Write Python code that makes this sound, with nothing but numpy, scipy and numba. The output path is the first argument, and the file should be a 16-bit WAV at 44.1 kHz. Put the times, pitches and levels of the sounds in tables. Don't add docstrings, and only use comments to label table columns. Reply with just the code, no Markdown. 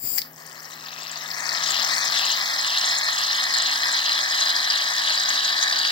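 import sys
import numpy as np
from scipy import signal
from scipy.fft import rfft, irfft, next_fast_len
from scipy.io import wavfile
from numba import njit

SR = 44100
rng = np.random.default_rng(int(sys.argv[2]) if len(sys.argv) > 2 else 0)


def transcribe(u):
    v = np.clip(np.atleast_2d(u).T, -1, 1)
    q = np.round(v * 32767).astype(np.int16)
    wavfile.write(sys.argv[1], SR, q)


N = 260832
TIME = np.arange(N) / SR


def from_db(db):
    return 10 ** (np.asarray(db) / 20)


def rms_one(x):
    return x / np.sqrt(np.mean(x ** 2) + 1e-20)


def in_time(rows):
    s, *columns = np.transpose(rows)
    return [np.interp(TIME, s, c) for c in columns]


def at_hz(points, hz):
    f, value = np.transpose(points)
    return np.interp(np.log(np.maximum(hz, 1)), np.log(f), value)


def filtered(x, response):
    size = next_fast_len(N + SR // 10)
    hz = np.arange(size // 2 + 1) * SR / size
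    return irfft(rfft(x, size) * response(hz), size)[..., :N]


def coloured(x, spectrum):
    return rms_one(filtered(x, lambda hz: from_db(at_hz(spectrum, hz))))


def high_passed(x, hz):
    sos = signal.butter(2, hz, "high", fs=SR, output="sos")
    return signal.sosfilt(np.vstack([sos, sos, sos]), x)


@njit
def moving_resonance(x, hz, width, rate):
    out, r = np.zeros_like(x), np.exp(-np.pi * width / rate)
    pull = 2 * r * np.cos(2 * np.pi * hz / rate)
    for c in range(2):
        for i in range(2, x.shape[1]):
            driven = (1 - r * r) / 2 * (x[c, i] - x[c, i - 2])
            out[c, i] = driven + pull[i] * out[c, i - 1] - r * r * out[c, i - 2]
    return out


def lifted(x, hz, width_hz, gain_db):
    return x + (from_db(gain_db) - 1) * moving_resonance(x, hz, width_hz, SR)


def moving_filter(x, response):
    hz, s, frames = signal.stft(x, SR, nperseg=1024, noverlap=768)
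    now = np.minimum((s * SR).astype(int), N - 1)
    return signal.istft(frames * response(hz[:, None], now), SR, nperseg=1024, noverlap=768)[1][:, :N]


def bell(hz, centre_hz, width_hz):
    return 1 / (1 + (2 * (hz - centre_hz) / width_hz) ** 2)


def drift(rate):
    r = np.exp(-40 * np.pi * rate / SR)
    steps = rng.standard_normal(N // 20 + 2002)
    slow = signal.lfilter([1], [1, -2 * r, r * r], steps)[2000:]
    return np.interp(np.arange(N) / 20, np.arange(len(slow)), rms_one(slow))


# frequency in Hz, likeness (1 = identical).
LIKENESS = [(100, 1), (450, 0.5), (700, 0.98), (1400, 0.97), (2600, 0.985), (4200, 0.85), (6000, 0.5),
            (8000, 0.35), (16000, 0.5)]


def ears(pair):
    length = pair.shape[1]
    size = next_fast_len(length + 500)
    alike = np.clip(at_hz(LIKENESS, np.arange(size // 2 + 1) * SR / size), 0, 1)
    mid, side = rfft(pair, size) * np.sqrt([1 + alike, 1 - alike])
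    return rms_one(irfft(np.array([mid + side, mid - side]), size)[:, :length])


def turbulence():
    return ears(rng.standard_normal((2, N)))


def panned(x, pan_db):
    return x * from_db(np.array([[.5], [-.5]]) * pan_db)


def bursts(per_s, spread_db, decay_s, smooth_share):
    sizes = from_db(spread_db * np.clip(rng.standard_normal(N), -2, 2))
    hits = sizes ** 2 * (rng.random(N) < per_s / SR) + 1e-18
    power = signal.lfilter([1], [1, -np.exp(-2 / (decay_s * SR))], hits)
    share = np.clip(smooth_share, 0, 1)
    return np.sqrt(share + (1 - share) * power / power.mean())


# frequency in Hz, level in dB before it wavers.
HUM = [(156.5, -62.5), (237.5, -67.5), (269, -72)]


def hum():
    out = 0
    for hz, db in HUM:
        level = from_db(db + 1.8 * drift(9)) * np.sqrt(2)
        out = out + level * np.sin(2 * np.pi * hz * TIME + .6 * drift(7))
    return out


# frequency in Hz, relative level in dB per Hz.
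ROOM_AIR = [(20, -15), (60, -18), (170, -7), (600, -2), (1200, -5.5), (8000, -26)]


def room_air():
    return from_db(-55.0) * coloured(turbulence(), ROOM_AIR)


# time in seconds, level in dB.
GRIP = [(0, -76), (.03, -51), (.05, -46.5), (.075, -53), (.11, -51), (.145, -49), (.22, -66), (.6, -86),
        (1.1, -90), (1.7, -66), (2.7, -83)]
# frequency in Hz, relative level in dB per Hz.
GRIP_COLOUR = [(30, -27), (90, 12), (300, 9), (600, -1), (1500, -32), (4000, -44)]


def grip():
    return from_db(in_time(GRIP)[0]) * coloured(turbulence(), GRIP_COLOUR)


# time in seconds, gain in dB.
HUM_LEVEL = [(0, -2), (.07, 3), (1.2, 2.5), (1.7, 6.5), (2.2, 4.5), (2.6, -1)]


def background():
    return (hum() + room_air()) * from_db(in_time(HUM_LEVEL)[0]) + grip()


# time in seconds, level in dB before a 2 dB lift.
GAS = [(0, -45), (.024, -40), (.054, -33), (.17, -32), (.185, -27.5), (.203, -58), (.26, -66)]
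# centre in Hz, half-width in Hz, level in dB.
GAS_MODES = [(2290, 360, -28), (4920, 370, -10), (7400, 560, -6), (11400, 470, -11), (13200, 1600, -18),
             (14950, 640, 2)]


def gas():
    jet = turbulence() * bursts(per_s=5100, spread_db=15, decay_s=0.0013, smooth_share=0.94)

    def empty_nozzle(hz):
        gain = from_db(-29.5)
        for f, width, db in GAS_MODES:
            gain = gain + from_db(db) / (1 + ((hz - f) / width) ** 2) ** 2
        return gain
    whistle = rms_one(high_passed(filtered(jet, empty_nozzle), 270))
    fade_out = np.interp(TIME, [.2, .26], [1, 0])
    return panned(whistle * from_db(in_time(GAS)[0] + 2.0) * fade_out, pan_db=16.5)


# start in seconds, level in dB, decay in seconds, level of the bright part in dB.
PLUGS = [(0.179, -18.5, .004, -10), (0.183, -15, .004, 0), (0.190, -24.5, .004, -2),
         (0.206, -30, .0015, -10), (0.218, -16.5, .0017, -20), (0.255, -40, .005, -18)]
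# frequency in Hz, relative level in dB per Hz.
PLUG_COLOUR = [(350, -68), (600, -21), (1390, -20), (1980, 5), (3000, -11), (3680, -13), (4910, 12),
               (5790, -8), (10000, -7.5), (14500, 3)]


def plugs():
    puff = coloured(turbulence(), PLUG_COLOUR)
    dull = signal.sosfilt(signal.butter(2, 5500, fs=SR, output="sos"), puff)
    bright = signal.sosfilt(signal.butter(2, 7000, "high", fs=SR, output="sos"), puff)
    out = 0
    for s, level_db, decay_s, bright_db in PLUGS:
        envelope = (TIME >= s) * np.exp(-np.abs(TIME - s) / decay_s)
        out = out + from_db(level_db) * envelope * (dull - from_db(bright_db) * bright)
    return panned(high_passed(out, 580), pan_db=11.5)


COVERED_AT_S, COVERING_S = 2.6, 0.56


def as_bowl_fills(bare, covered):
    return bare + (covered - bare) * (1 + np.tanh((TIME - COVERED_AT_S) / COVERING_S)) / 2


# time in seconds, upper edge of the hollow in Hz.
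TURNS = [(.45, 2900), (1.03, 2450), (1.45, 3200), (1.74, 2650), (1.98, 3200), (2.25, 2550), (2.47, 3150),
         (2.74, 2600), (3.03, 3100), (3.22, 2600), (3.5, 2900), (3.68, 2620), (3.87, 3000), (4.07, 2650),
         (4.25, 2950), (4.41, 2700), (4.58, 2900), (4.75, 2700), (4.92, 2880), (5.08, 2680), (5.25, 2800),
         (5.42, 2650), (5.62, 2950), (5.88, 2650)]


def circling():
    return np.cos(np.pi * np.interp(TIME, np.transpose(TURNS)[0], np.arange(len(TURNS))))


def hollow_edge():
    thin, full = in_time(TURNS[::2])[0], in_time(TURNS[1::2])[0]
    return full + (thin - full) * (1 + circling()) / 2


BARE_SWING, COVERED_SWING = 0.125, 0.032


def swing():
    return circling() * as_bowl_fills(BARE_SWING, COVERED_SWING)


SINKS_FROM_S, SINK_PER_S = 2.62, 0.023


def sinking():
    return np.exp(-SINK_PER_S * np.maximum(TIME - SINKS_FROM_S, 0))


# frequency in Hz, relative level in dB per Hz.
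BOWL = [(130, -45), (240, -19.5), (480, -25.5), (650, -10.5), (900, -8.5), (1200, -3.5), (1420, -7.5),
        (1650, -4.5), (2100, -4), (2600, -4), (3200, -16), (5000, -44)]
# lift in dB over the bare bowl, lift in dB over foam.
LOW_LIFT = [(5.5, 8.5), (3, 6)]
LOW_HZ, LOW_WIDTH_HZ, LOW_TURN_DB = 1851, 307, 1.4


def bowl(grit, surge):
    rush = coloured(turbulence() * grit ** 1.04 * from_db(1.2 * surge), BOWL)
    lift_db = np.array([as_bowl_fills(*ear) for ear in LOW_LIFT]) + LOW_TURN_DB * circling()
    return rms_one(lifted(rush, LOW_HZ * sinking(), LOW_WIDTH_HZ, lift_db))


def bubbles(per_s, pitch, spread_db, scatter, cycles, count):
    when, chance = rng.random((count, 2)).T
    size, tone, lean = np.clip(rng.standard_normal((count, 3)).T, -2.2, 2.2)
    at = (when * (N - 1)).astype(int)
    born = chance < per_s[at] * N / SR / count
    at, size, tone, lean = at[born], size[born], tone[born], lean[born]
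    own_pitch = pitch[at] * np.exp(scatter * (tone + .15 * tone ** 2))
    turns = np.outer(own_pitch, np.arange(128) / SR)
    snaps = turns * np.exp(-turns / cycles) * np.sin(2 * np.pi * turns)
    snaps *= (from_db(spread_db * size) / np.sqrt(per_s[at]))[:, None]
    where = (at[:, None] + np.arange(snaps.shape[1])).ravel()
    signs = 1, np.sign(lean)[:, None]
    return ears(np.array([np.bincount(where, (snaps * sign).ravel(), N)[:N] for sign in signs]))


# multiple of the main resonance, width in Hz, level in dB.
NOZZLE_MODES = [(0.767, 890, 2.5), (0.952, 1000, -4), (1.15, 960, 1), (1.42, 2320, -2.5)]
BARE_HZ, COVERED_HZ = 4550, 3880
FULL_FLOW_DB, PITCH_PER_DB = -20.5, -0.0073


def nozzle(grit, flow_db):
    bend = swing() + PITCH_PER_DB * (flow_db - FULL_FLOW_DB)
    pitch = as_bowl_fills(BARE_HZ, COVERED_HZ) * np.exp(bend)
    flutter = pitch * np.exp(0.09 * np.tanh(drift(32.0)))
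    rush = 0
    for multiple, width, level_db in NOZZLE_MODES:
        uneven = turbulence() * grit * from_db(8.0 * np.tanh(0.5 * drift(45)))
        once = moving_resonance(uneven, flutter * multiple, width, SR)
        twice = moving_resonance(once, flutter * multiple, width, SR)
        rush = rush + from_db(level_db) * rms_one(twice)
    per_s = 1000 * from_db(0.85 * (flow_db + 23.5))
    snaps = bubbles(per_s, pitch * .97, spread_db=4.5, scatter=0.15, cycles=2.15, count=12000)
    return rms_one(rms_one(rush) + from_db(-0.5) * rms_one(high_passed(snaps, 2880)))


# frequency in Hz, relative level in dB per Hz.
FIZZ = [(3000, -53), (6000, 2), (7500, 7.5), (8600, -13), (9800, -2.5), (12000, -6.5), (16000, -35)]


def fizz(grit, flow_db):
    per_s = 1000 * from_db(0.94 * (flow_db + 25.5))
    tiny = bubbles(per_s, np.full(N, 7300.), spread_db=7, scatter=0.2, cycles=5.0, count=9000)
    both = coloured(turbulence() * grit, FIZZ) + from_db(-1.5) * rms_one(high_passed(tiny, 2500))
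    return both * from_db(flow_db - 18.0 + 5.7 * np.tanh(0.9 * drift(57)))


# frequency in Hz, relative level in dB per Hz.
TICK_COLOUR = [(100, -75), (1000, -14), (2600, 10.5), (3600, -0.5), (5500, 0), (7500, -13.5), (8700, -35),
               (16000, -14)]
TICKS_PER_S, CLUMP_DB, TICK_DB, TICK_DECAY_S = 330, 7.5, -8.5, 0.00022


def crackle(flow_db):
    crowding_db = 0.5 * (flow_db - FULL_FLOW_DB)
    per_s = TICKS_PER_S * from_db(crowding_db + CLUMP_DB * np.tanh(0.7 * drift(35)))
    sizes = from_db(5.4 * np.clip(rng.standard_normal(N), -2, 2))
    ticks = (rng.random(N) < per_s / SR) * sizes / np.sqrt(from_db(crowding_db))
    r = np.exp(-1 / (TICK_DECAY_S * SR))
    envelope = signal.lfilter([1], [1, -2 * r, r * r], ticks + 1e-18)
    return coloured(turbulence() * envelope, TICK_COLOUR) * from_db(flow_db + TICK_DB)


# time in seconds, level in dB before a 5 dB lift.
LEAK = [(.3, -52), (.8, -50), (1.5, -46.5), (1.8, -42), (2.05, -43), (2.3, -40), (2.6, -44.5), (5.9, -47)]
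# frequency in Hz, relative level in dB per Hz.
LEAK_COLOUR = [(7000, -34), (10000, -21), (11800, -8), (12900, -11), (13500, -6.5), (14500, -7),
               (15500, -0.5)]
# time in seconds, pitch in Hz.
LEAK_WHISTLE = [(.35, 14000), (.9, 13700), (1.72, 13600), (1.98, 14300), (2.23, 13600), (2.45, 14500),
                (2.8, 13800)]


def leak(grit):
    hiss = coloured(turbulence() * grit ** 0.19 * from_db(2.0 * drift(30)), LEAK_COLOUR)
    whistling = lifted(hiss, in_time(LEAK_WHISTLE)[0], width_hz=480, gain_db=8.5)
    return rms_one(whistling) * from_db(in_time(LEAK)[0] + 5.0)


# start in seconds, level in dB before POP_DB, pitch in Hz before its wobble.
POPS = [(0.219, -28.5, 4467), (0.885, -29, 3990), (1.019, -32, 3700), (1.26, -26, 3520), (1.313, -21, 4520),
        (1.491, -14.5, 4910), (2.172, -19, 4100), (2.773, -13.5, 4000), (4.119, -15.5, 4000),
        (4.417, -16.5, 3980), (4.564, -13, 4820), (5.176, -16, 4640), (5.377, -14.5, 3760),
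        (5.528, -19, 4060), (5.813, -16, 4000)]
POP_RISE_S, POP_DECAY_S, POP_WOBBLE, POP_DB = 0.0007, 0.0025, 0.074, 4.5


def pops():
    envelope = 0
    for s, level_db, _ in POPS:
        rise = np.clip((TIME - s) / POP_RISE_S, 0, 1)
        envelope = envelope + from_db(level_db) * rise * np.exp(-np.abs(TIME - s) / POP_DECAY_S)
    pitch = in_time(POPS)[1] * np.exp(POP_WOBBLE * drift(297))
    return from_db(POP_DB) * envelope * np.sin(2 * np.pi * np.cumsum(pitch) / SR)


# peak in seconds, level in dB before an 11 dB lift.
SPITS = [(.657, -49), (1.019, -49), (1.215, -46), (1.641, -31), (1.709, -32), (1.847, -31), (2.056, -32),
         (2.322, -32.5), (2.86, -30.5), (2.987, -34), (3.24, -38), (3.67, -34), (4.648, -34), (5.293, -32),
         (5.63, -34)]
SPIT_HZ, SPIT_WANDER, SPIT_RISE_S, SPIT_FALL_S = 6300, 0.13, 0.0086, 0.0051
POCKETS_PER_S, POCKET_DB, POCKET_SPREAD_DB, POCKET_LENGTH = 45, -14, -5, 0.35
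POCKETS_FOLLOW = 0.9


def spits(flow_db):
    when, chance, size = rng.random((400, 3)).T
    born = chance < POCKETS_PER_S * N / SR / len(when)
    at = (when[born] * (N - 1)).astype(int)
    small_db = FULL_FLOW_DB + POCKETS_FOLLOW * (flow_db[at] - FULL_FLOW_DB)
    small_db = small_db + POCKET_DB + POCKET_SPREAD_DB * (2 * size[born] - 1)
    envelope = np.zeros(N)
    for pockets, length in (SPITS, 1), (zip(TIME[at], small_db), POCKET_LENGTH):
        for s, level_db in pockets:
            near = slice(max(int((s - .04) * SR), 0), int((s + .04) * SR))
            age = (TIME[near] - s) / length
            slope_s = np.where(age < 0, SPIT_RISE_S, SPIT_FALL_S)
            envelope[near] += from_db(level_db) * np.exp(-np.abs(age) / slope_s)
    pitch = SPIT_HZ * np.exp(SPIT_WANDER * np.tanh(drift(38.0)))
    once = moving_resonance(turbulence(), pitch, 1220.0, SR)
    rasp = moving_resonance(once, pitch, 1220.0, SR)
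    return from_db(11.0) * envelope * rms_one(rasp)


# centre in Hz, width in Hz, gain in dB at the left ear, gain in dB at the right ear.
SURROUNDINGS = [(660, 250, 2, -1.5), (1360, 280, 3, 6), (1570, 150, -1, -5), (6750, 1000, -3, -5.5)]


def surroundings(x):
    def response(hz):
        gain_db = 0
        for f, width, left, right in SURROUNDINGS:
            gain_db = gain_db + np.array([[left], [right]]) * bell(hz, f, width)
        return from_db(gain_db)
    return filtered(x, response)


# centre in Hz before it sinks, width in Hz, gain in dB at full prominence.
CAN_MODES = [(4250, 206, 7), (4820, 380, -0.5), (5140, 160, 7.5)]


def can_body(x):
    prominence, sunk = as_bowl_fills(0.29, 0.93), sinking()
    for hz, width_hz, gain_db in CAN_MODES:
        x = lifted(x, hz * sunk, width_hz, gain_db * prominence)
    return x


HOLLOW_WIDTH_HZ, HOLLOW_DB, HOLLOW_TURN_DB = 720, -8, -1.8
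BARE_BELOW_HZ, COVERED_BELOW_HZ = 360, 110
DULL_HZ, DULL_WIDTH_HZ, DULL_DB = 9900, 2400, -4.5


def foam_echo(x):
    centre = hollow_edge() - as_bowl_fills(BARE_BELOW_HZ, COVERED_BELOW_HZ)
    depth_db = HOLLOW_DB + HOLLOW_TURN_DB * circling()
    dull_db = as_bowl_fills(DULL_DB, 0)

    def response(hz, now):
        hollow = depth_db[now] * bell(hz, centre[now], HOLLOW_WIDTH_HZ)
        return from_db(hollow + dull_db[now] * bell(hz, DULL_HZ, DULL_WIDTH_HZ))
    return moving_filter(x, response)


# time in seconds, rush in the bowl in dB, nozzle in dB, both before the trims in foam().
FLOW = [(.12, -63.5, -74), (.25, -53, -69), (.35, -60.5, -53.5), (.39, -50.5, -48), (.58, -47.5, -45.5),
        (.82, -46, -44.5), (.9, -43, -42), (1.28, -40, -39), (1.52, -34.5, -30), (1.85, -31.5, -26.5),
        (2.3, -31.5, -26), (2.58, -33.5, -27.5), (2.8, -32.5, -26.5)]
# time in seconds, left minus right in dB.
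PAN = [(.3, 8), (.7, 7), (1.5, 7), (2.1, 5), (2.65, 0.8), (5.9, 1.4)]
TURN_DIP_DB = 1


def foam():
    bowl_db, flow_db = in_time(FLOW)
    nozzle_db = flow_db + 2.5 - TURN_DIP_DB * circling()
    surge = np.tanh(0.58 * drift(15.6))
    grit = bursts(per_s=1100, spread_db=3.5, decay_s=0.00047, smooth_share=0.51)
    rush = bowl(grit, surge) * from_db(bowl_db + 4.5)
    ring = rms_one(nozzle(grit, nozzle_db) * from_db(2.2 * surge)) * from_db(nozzle_db - 1.31)
    jet = rush + ring + fizz(grit, nozzle_db) + crackle(nozzle_db) + leak(grit)
    jet = jet + pops() + spits(nozzle_db)
    return panned(foam_echo(can_body(surroundings(jet))), in_time(PAN)[0])


def room(x, t60, wet_db):
    age = np.arange(SR // 2) / SR
    tail = ears(rng.standard_normal((2, len(age)))) * 1000 ** (-age / t60) * (age > .004)
    tail /= np.sqrt(np.sum(tail ** 2, axis=1, keepdims=True))
    return x + from_db(wet_db) * signal.fftconvolve(x[:1], tail, axes=1)[:, :N]


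# frequency in Hz before sinking and sway shift it, lead in radians.
LEAD = [(550, 0), (1100, 1.2), (1560, 2.9), (1660, 7.7), (2000, 8.3), (2200, 9.3), (2900, 9.35),
        (3500, 10.3), (4100, 10.3), (4500, 12.4), (4700, 15.9), (5200, 17.6), (6650, 19.8), (16000, 34)]
LEAD_FOLLOWS = 0.74
EDGE_STEP, EDGE_WIDTH_HZ = 2.1, 130


def right_ear_late(x):
    edge, sunk, sway = hollow_edge(), sinking(), LEAD_FOLLOWS * swing()

    def response(hz, now):
        shift = sunk[now] * np.exp(sway[now] * np.interp(hz, [3800, 4700], [0, 1]))
        step = EDGE_STEP * (1 + np.tanh((hz - edge[now]) / EDGE_WIDTH_HZ)) / 2
        lead = np.interp(hz / shift, *np.transpose(LEAD)) + step
        return np.array([np.ones_like(lead), np.exp(-1j * lead)])
    return moving_filter(x, response)


def scene():
    can = room(gas() + plugs() + foam(), t60=0.22, wet_db=-13.0)
    return right_ear_late(can + background())


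CUTOFF_HZ = 15850


def record(dry):
    return filtered(dry, lambda hz: 1 / np.sqrt(1 + (hz / CUTOFF_HZ) ** 400))


dry = scene()
out = record(dry)
transcribe(out)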